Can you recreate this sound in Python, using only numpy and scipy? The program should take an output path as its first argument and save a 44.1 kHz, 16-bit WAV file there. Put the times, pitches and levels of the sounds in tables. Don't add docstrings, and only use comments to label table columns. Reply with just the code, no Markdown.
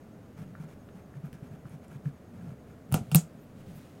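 import sys
import numpy as np
from scipy import signal
from scipy.fft import rfft, irfft
from scipy.io import wavfile

SR = 44100
rng = np.random.default_rng(int(sys.argv[2]) if len(sys.argv) > 2 else 0)


def unload_audio(sound):
    columns = np.transpose(np.atleast_2d(sound))
    steps = np.round(np.clip(columns, -1, 1) * 32767)
    wavfile.write(sys.argv[1], SR, steps.astype(np.int16))


N = 176400


def undb(db):
    return 10 ** (np.asarray(db) / 20)


def unit(x):
    return x / np.sqrt(np.mean(x ** 2))


def since(start_s):
    return np.maximum(np.arange(N) / SR - start_s, 0)


def fade(start_s, t60_s):
    age = since(start_s)
    return (age > 0) * np.exp(-np.log(1000) * age / t60_s)


def colour(x, spectrum):
    size = 8192
    hz, db = np.array(spectrum).T
    bin_hz = np.arange(size // 2 + 1) * SR / size
    gain = undb(np.interp(np.log(bin_hz + 1), np.log(hz), db))
    cepstrum = irfft(np.log(gain))
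    cepstrum[1:size // 2] *= 2
    cepstrum[size // 2 + 1:] = 0
    response = irfft(np.exp(rfft(cepstrum)))
    return signal.fftconvolve(x, response)[:N]


def band(x, centre_hz, width_oct):
    bin_hz = np.arange(N // 2 + 1) * SR / N
    offset = np.log2((bin_hz + 1) / centre_hz) / width_oct
    return unit(irfft(rfft(x) * np.exp(-offset ** 2 / 2), N))


def ring(blows, modes):
    t = np.arange(SR // 4) / SR
    response = sum((-1) ** k * undb(db) * np.sin(2 * np.pi * hz * t) * np.exp(-np.log(1000) * t / t60_s)
                   for k, (hz, t60_s, db) in enumerate(modes))
    return signal.fftconvolve(blows, response)[:N]


def grains(rate_per_s, spread_db):
    impacts = (rng.random(N) < rate_per_s / SR) * rng.standard_normal(N)
    return impacts * undb(spread_db * np.clip(rng.standard_normal(N), -2, 2))


# freq_hz, gain_db
AIR_SPECTRUM = [(12, -37.5), (20, 8), (42, -18.5), (70, 0), (245, 0), (372, -9.5), (427, -9), (614, -10),
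                (932, -20.5), (1340, -21.5), (1580, -24), (2840, -33), (4190, -38), (6540, -39.5),
                (8640, -40.5), (12800, -41.5), (15500, -43.5)]


def ventilation(pulse_hz=8.9):
    air = undb(-50) * unit(colour(rng.standard_normal(N), AIR_SPECTRUM))
    hum = undb(-67) * band(rng.standard_normal(N), centre_hz=416.2, width_oct=0.01)
    whirr = undb(-85.5) * band(rng.standard_normal(N), centre_hz=6590, width_oct=0.028)
    pulse = unit(1 + np.sin(2 * np.pi * pulse_hz * since(0)))
    return air + hum + whirr * pulse


# start_s, length_s, scratch_db, rumble_db
PEN_STROKES = [(0.363, 0.07, -57.5, -45), (0.437, 0.17, -70.5, -49), (0.595, 0.048, -59, -56),
               (0.671, 0.064, -60, -50), (0.937, 0.062, -63, -50.5), (1.139, 0.03, -65, -48.5),
               (1.231, 0.043, -59.5, -43.5), (1.326, 0.026, -59, -43.5), (1.37, 0.021, -67, -44.5),
               (1.416, 0.064, -63.5, -47.5), (1.499, 0.061, -64.5, -44.5), (1.646, 0.04, -63, -53),
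               (1.698, 0.056, -60.5, -47.5), (1.821, 0.027, -61.5, -47), (1.89, 0.073, -59.5, -44.5),
               (2.035, 0.054, -59.5, -41), (2.325, 0.068, -64.5, -46.5), (2.397, 0.13, -63, -41.5),
               (2.66, 0.077, -66, -57.5)]
# freq_hz, gain_db
SCRATCH_SPECTRUM = [(300, -21), (700, 10.5), (1100, 3.5), (1550, -1), (2400, -1.5), (4000, -10.5),
                    (7000, -11), (12000, -13.5), (16000, -18)]
# freq_hz, t60_s, level_db
TIP_MODES = [(1360, 0.024, 1), (1654, 0.024, -2.5), (2320, 0.011, -3.5)]
# freq_hz, gain_db
PAD_SPECTRUM = [(40, -31.5), (90, -5.5), (150, 5), (185, 1.5), (250, -9.5), (340, -20.5), (700, -32),
                (2000, -62)]


def writing(edge_s=0.017):
    scratch_gain, rumble_gain = np.zeros((2, N))
    for start_s, length_s, scratch_db, rumble_db in PEN_STROKES:
        landed = np.minimum(since(start_s) / edge_s, 1)
        lifted = np.minimum(since(start_s + length_s) / edge_s, 1)
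        scratch_gain += undb(scratch_db) * (landed - lifted)
        rumble_gain += undb(rumble_db) * (landed - lifted)
    hiss = undb(-2.5) * unit(colour(grains(rate_per_s=14000, spread_db=4.5), SCRATCH_SPECTRUM))
    catches = undb(-6.5) * unit(ring(grains(rate_per_s=310, spread_db=0), TIP_MODES))
    rumble = unit(colour(rng.standard_normal(N), PAD_SPECTRUM))
    return scratch_gain * (hiss + catches) + rumble_gain * rumble


# start_s, peak_db, pitch_hz, swell_s
PAD_BUMPS = [(.385, -37, 175.4, 0.013), (0.41, -33, 176.6, 0.0063), (0.6, -33, 163, 0.0049),
             (0.639, -36, 160, 0.0068), (1.160, -38, 143, 0.011), (1.238, -30, 167, 0.0054),
             (1.33, -40, 150, 0.002), (1.424, -34, 151, 0.0041), (1.652, -37.5, 150, 0.0039),
             (1.738, -34.5, 145, 0.0052), (1.953, -39, 149, 0.0074), (2.057, -24.5, 146, 0.0089),
             (2.9227, -17.5, 128, 0.0057), (2.9438, -13, 164, 0.0025), (3.012, -26, 136.9, 0.0029),
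             (3.1196, -21.5, 155, 0.011), (3.1494, -8.5, 162.9, 0.0087)]


def pad_bumps():
    out = np.zeros(N)
    for start_s, peak_db, pitch_hz, swell_s in PAD_BUMPS:
        age = since(start_s)
        envelope = age / swell_s * np.exp(1 - age / swell_s)
        out -= undb(peak_db) * envelope * np.sin(2 * np.pi * pitch_hz * age)
    return out


# start_s, level_db, centre_hz, width_oct
TIP_TICKS = [(0.5517, -41.5, 1500, 0.34), (0.65, -51, 1400, 0.63), (0.8881, -49, 1630, 0.62),
             (1.1394, -47, 1480, 0.3), (1.2562, -57, 12700, .2), (1.3292, -49, 11000, 0.7),
             (1.329, -48, 1500, 0.88), (1.3651, -51, 1520, .3), (1.6545, -49, 1320, 0.3),
             (1.695, -56, 9900, 0.23), (1.845, -63, 10000, .2), (1.8815, -56.5, 7750, 0.39),
             (2.0567, -44.5, 1620, 0.22)]


def tip_ticks(rise_s=0.00094, decay_s=0.0023):
    out, noise = np.zeros(N), rng.standard_normal(N)
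    for start_s, level_db, centre_hz, width_oct in TIP_TICKS:
        age = since(start_s)
        envelope = np.minimum(age / rise_s, 1) * np.exp(-age / decay_s)
        out += undb(level_db) * envelope * band(noise, centre_hz, width_oct)
    return out


# time_s, hiss_db, rumble_db
SLIDE_LEVELS = [(2.892, -92, -54.5), (2.92, -69, -36.5), (3.1, -67.5, -46.5), (3.26, -73, -53.5),
                (3.54, -79, -57), (3.601, -66.5, -50.5), (3.65, -70.5, -71), (3.691, -64.5, -41),
                (3.745, -65, -52), (3.778, -61.5, -42.5), (3.804, -63.5, -64), (4, -70.5, -53.5)]
# freq_hz, gain_db
SKIN_SPECTRUM = [(200, 4), (1200, 4), (3000, 2.5), (5500, -3.5), (9000, -4.5), (14000, -9), (16000, -8)]
# middle_s, half_length_s, level_db, centre_hz, width_oct
FINGER_RUSTLES = [(3.425, 0.033, -72, 13600, .2), (3.611, 0.011, -69.5, 2300, .6),
                  (3.77, .028, -62.5, 14000, 0.47)]


def hand_slide():
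    t = since(0)
    time_s, hiss_db, rumble_db = np.array(SLIDE_LEVELS).T
    skin = grains(rate_per_s=13000, spread_db=3.5)
    hiss = unit(colour(skin, SKIN_SPECTRUM)) * np.interp(t, time_s, undb(hiss_db), left=0)
    rumble = unit(colour(skin, PAD_SPECTRUM)) * np.interp(t, time_s, undb(rumble_db), left=0)
    rustles, paper = np.zeros(N), rng.standard_normal(N)
    for middle_s, half_length_s, level_db, centre_hz, width_oct in FINGER_RUSTLES:
        envelope = np.exp(-((t - middle_s) / half_length_s) ** 2)
        rustles += undb(level_db) * envelope * band(paper, centre_hz, width_oct)
    return hiss + rumble + rustles


# start_s, snap_db, barrel_db, knock_db, tail_db
PEN_SNAPS = [(2.9172, -35, -60, -33, -76), (2.9239, -18, -45.5, -28, -45.5),
             (2.942, -10, -33, -13.5, -37.5), (3.1159, -23.5, -38, -28, -45.5),
             (3.1474, 3, -25, -16.5, -34.5), (3.1570, -2.5, -28.5, -41, -32.5)]
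# freq_hz, t60_s, level_db
LATCH_MODES = [(8560, .011, -10.5), (9150, 0.0085, -1.5), (10300, 0.01, -14.5), (10440, 0.013, -8.5),
               (13200, 0.0085, -2.5), (14200, .005, 0)]
BARREL_MODES = [(2760, .028, -0.5), (3520, .014, -10), (4370, 0.019, -7.5), (5390, 0.017, -6.5),
                (5980, 0.0243, -14)]
KNOCK_MODES = [(410.3, 0.026, -12.5), (703, 0.013, -4), (974, 0.011, -9.5), (1190, .05, -19.5),
               (1370, 0.018, -10.5), (2290, 0.0076, -12.5), (2970, .007, -12)]
# freq_hz, gain_db
CRACK_SPECTRUM = [(300, 7.5), (1000, -2.5), (1900, -11.5), (2900, 0), (4400, -9.5), (6200, -16.5),
                  (9200, 1), (11500, -1), (14500, 3), (16000, -3.5)]
TAIL_SPECTRUM = [(300, -2), (1200, -4.5), (1900, -6.5), (2700, -0.5), (4000, -3.5), (5600, -0.5),
                 (7000, 2.5), (9000, 0.5), (11500, -5), (14000, -11), (16000, -18)]


def pen_clicks(crack_decay_s=0.00071, tail_delay_s=0.0015):
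    latch_blows, barrel_blows, knock_blows, crack_gain, tail_power = np.zeros((5, N))
    for start_s, snap_db, barrel_db, knock_db, tail_db in PEN_SNAPS:
        onset = int(start_s * SR)
        latch_blows[onset] = undb(snap_db)
        barrel_blows[onset] = undb(barrel_db)
        knock_blows[onset] = undb(knock_db)
        age = since(start_s)
        crack_gain += undb(snap_db) * (age > 0) * np.exp(-age / crack_decay_s)
        tail_power += (undb(tail_db) * fade(start_s + tail_delay_s, t60_s=0.16)) ** 2
    crack = undb(-6) * colour(crack_gain * rng.standard_normal(N), CRACK_SPECTRUM)
    latch = undb(-14.5) * ring(latch_blows, LATCH_MODES)
    barrel = ring(barrel_blows, BARREL_MODES)
    knock = ring(knock_blows, KNOCK_MODES)
    tail = np.sqrt(tail_power) * unit(colour(rng.standard_normal(N), TAIL_SPECTRUM))
    return crack + latch + barrel + room(knock) + tail


# freq_hz, gain_db
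RATTLE_SPECTRUM = [(500, -27), (5000, -18), (6200, -7.5), (6750, 5), (8200, 3), (9000, -7.5), (12000, -18),
                   (16000, -14)]


def pen_rattle():
    buzz = unit(colour(grains(rate_per_s=2200, spread_db=0.5), RATTLE_SPECTRUM))
    return undb(-30) * buzz * fade(start_s=3.158, t60_s=0.15)


# freq_hz, gain_db
ECHO_SPECTRUM = [(60, -28), (160, -11.5), (400, 0.5), (1200, -7), (2700, -8.5), (6000, -2), (16000, -11)]


def room(x):
    echo = rng.standard_normal(N) * fade(start_s=0.0051, t60_s=0.19)
    echo /= np.sqrt(np.sum(echo ** 2))
    return x + signal.fftconvolve(x, colour(echo, ECHO_SPECTRUM))[:N]


def scene():
    mix = ventilation() + writing() + room(pad_bumps() + tip_ticks())
    mix += hand_slide() + pen_clicks() + pen_rattle()
    return mix[None]


def record(dry, low_cut_hz=43, high_cut_hz=15900):
    highpass = signal.butter(1, low_cut_hz, "high", fs=SR, output="sos")
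    lowpass = signal.ellip(10, 0.2, 80, high_cut_hz, fs=SR, output="sos")
    return signal.sosfilt(lowpass, signal.sosfilt(highpass, dry))


dry = scene()
out = record(dry)
unload_audio(out)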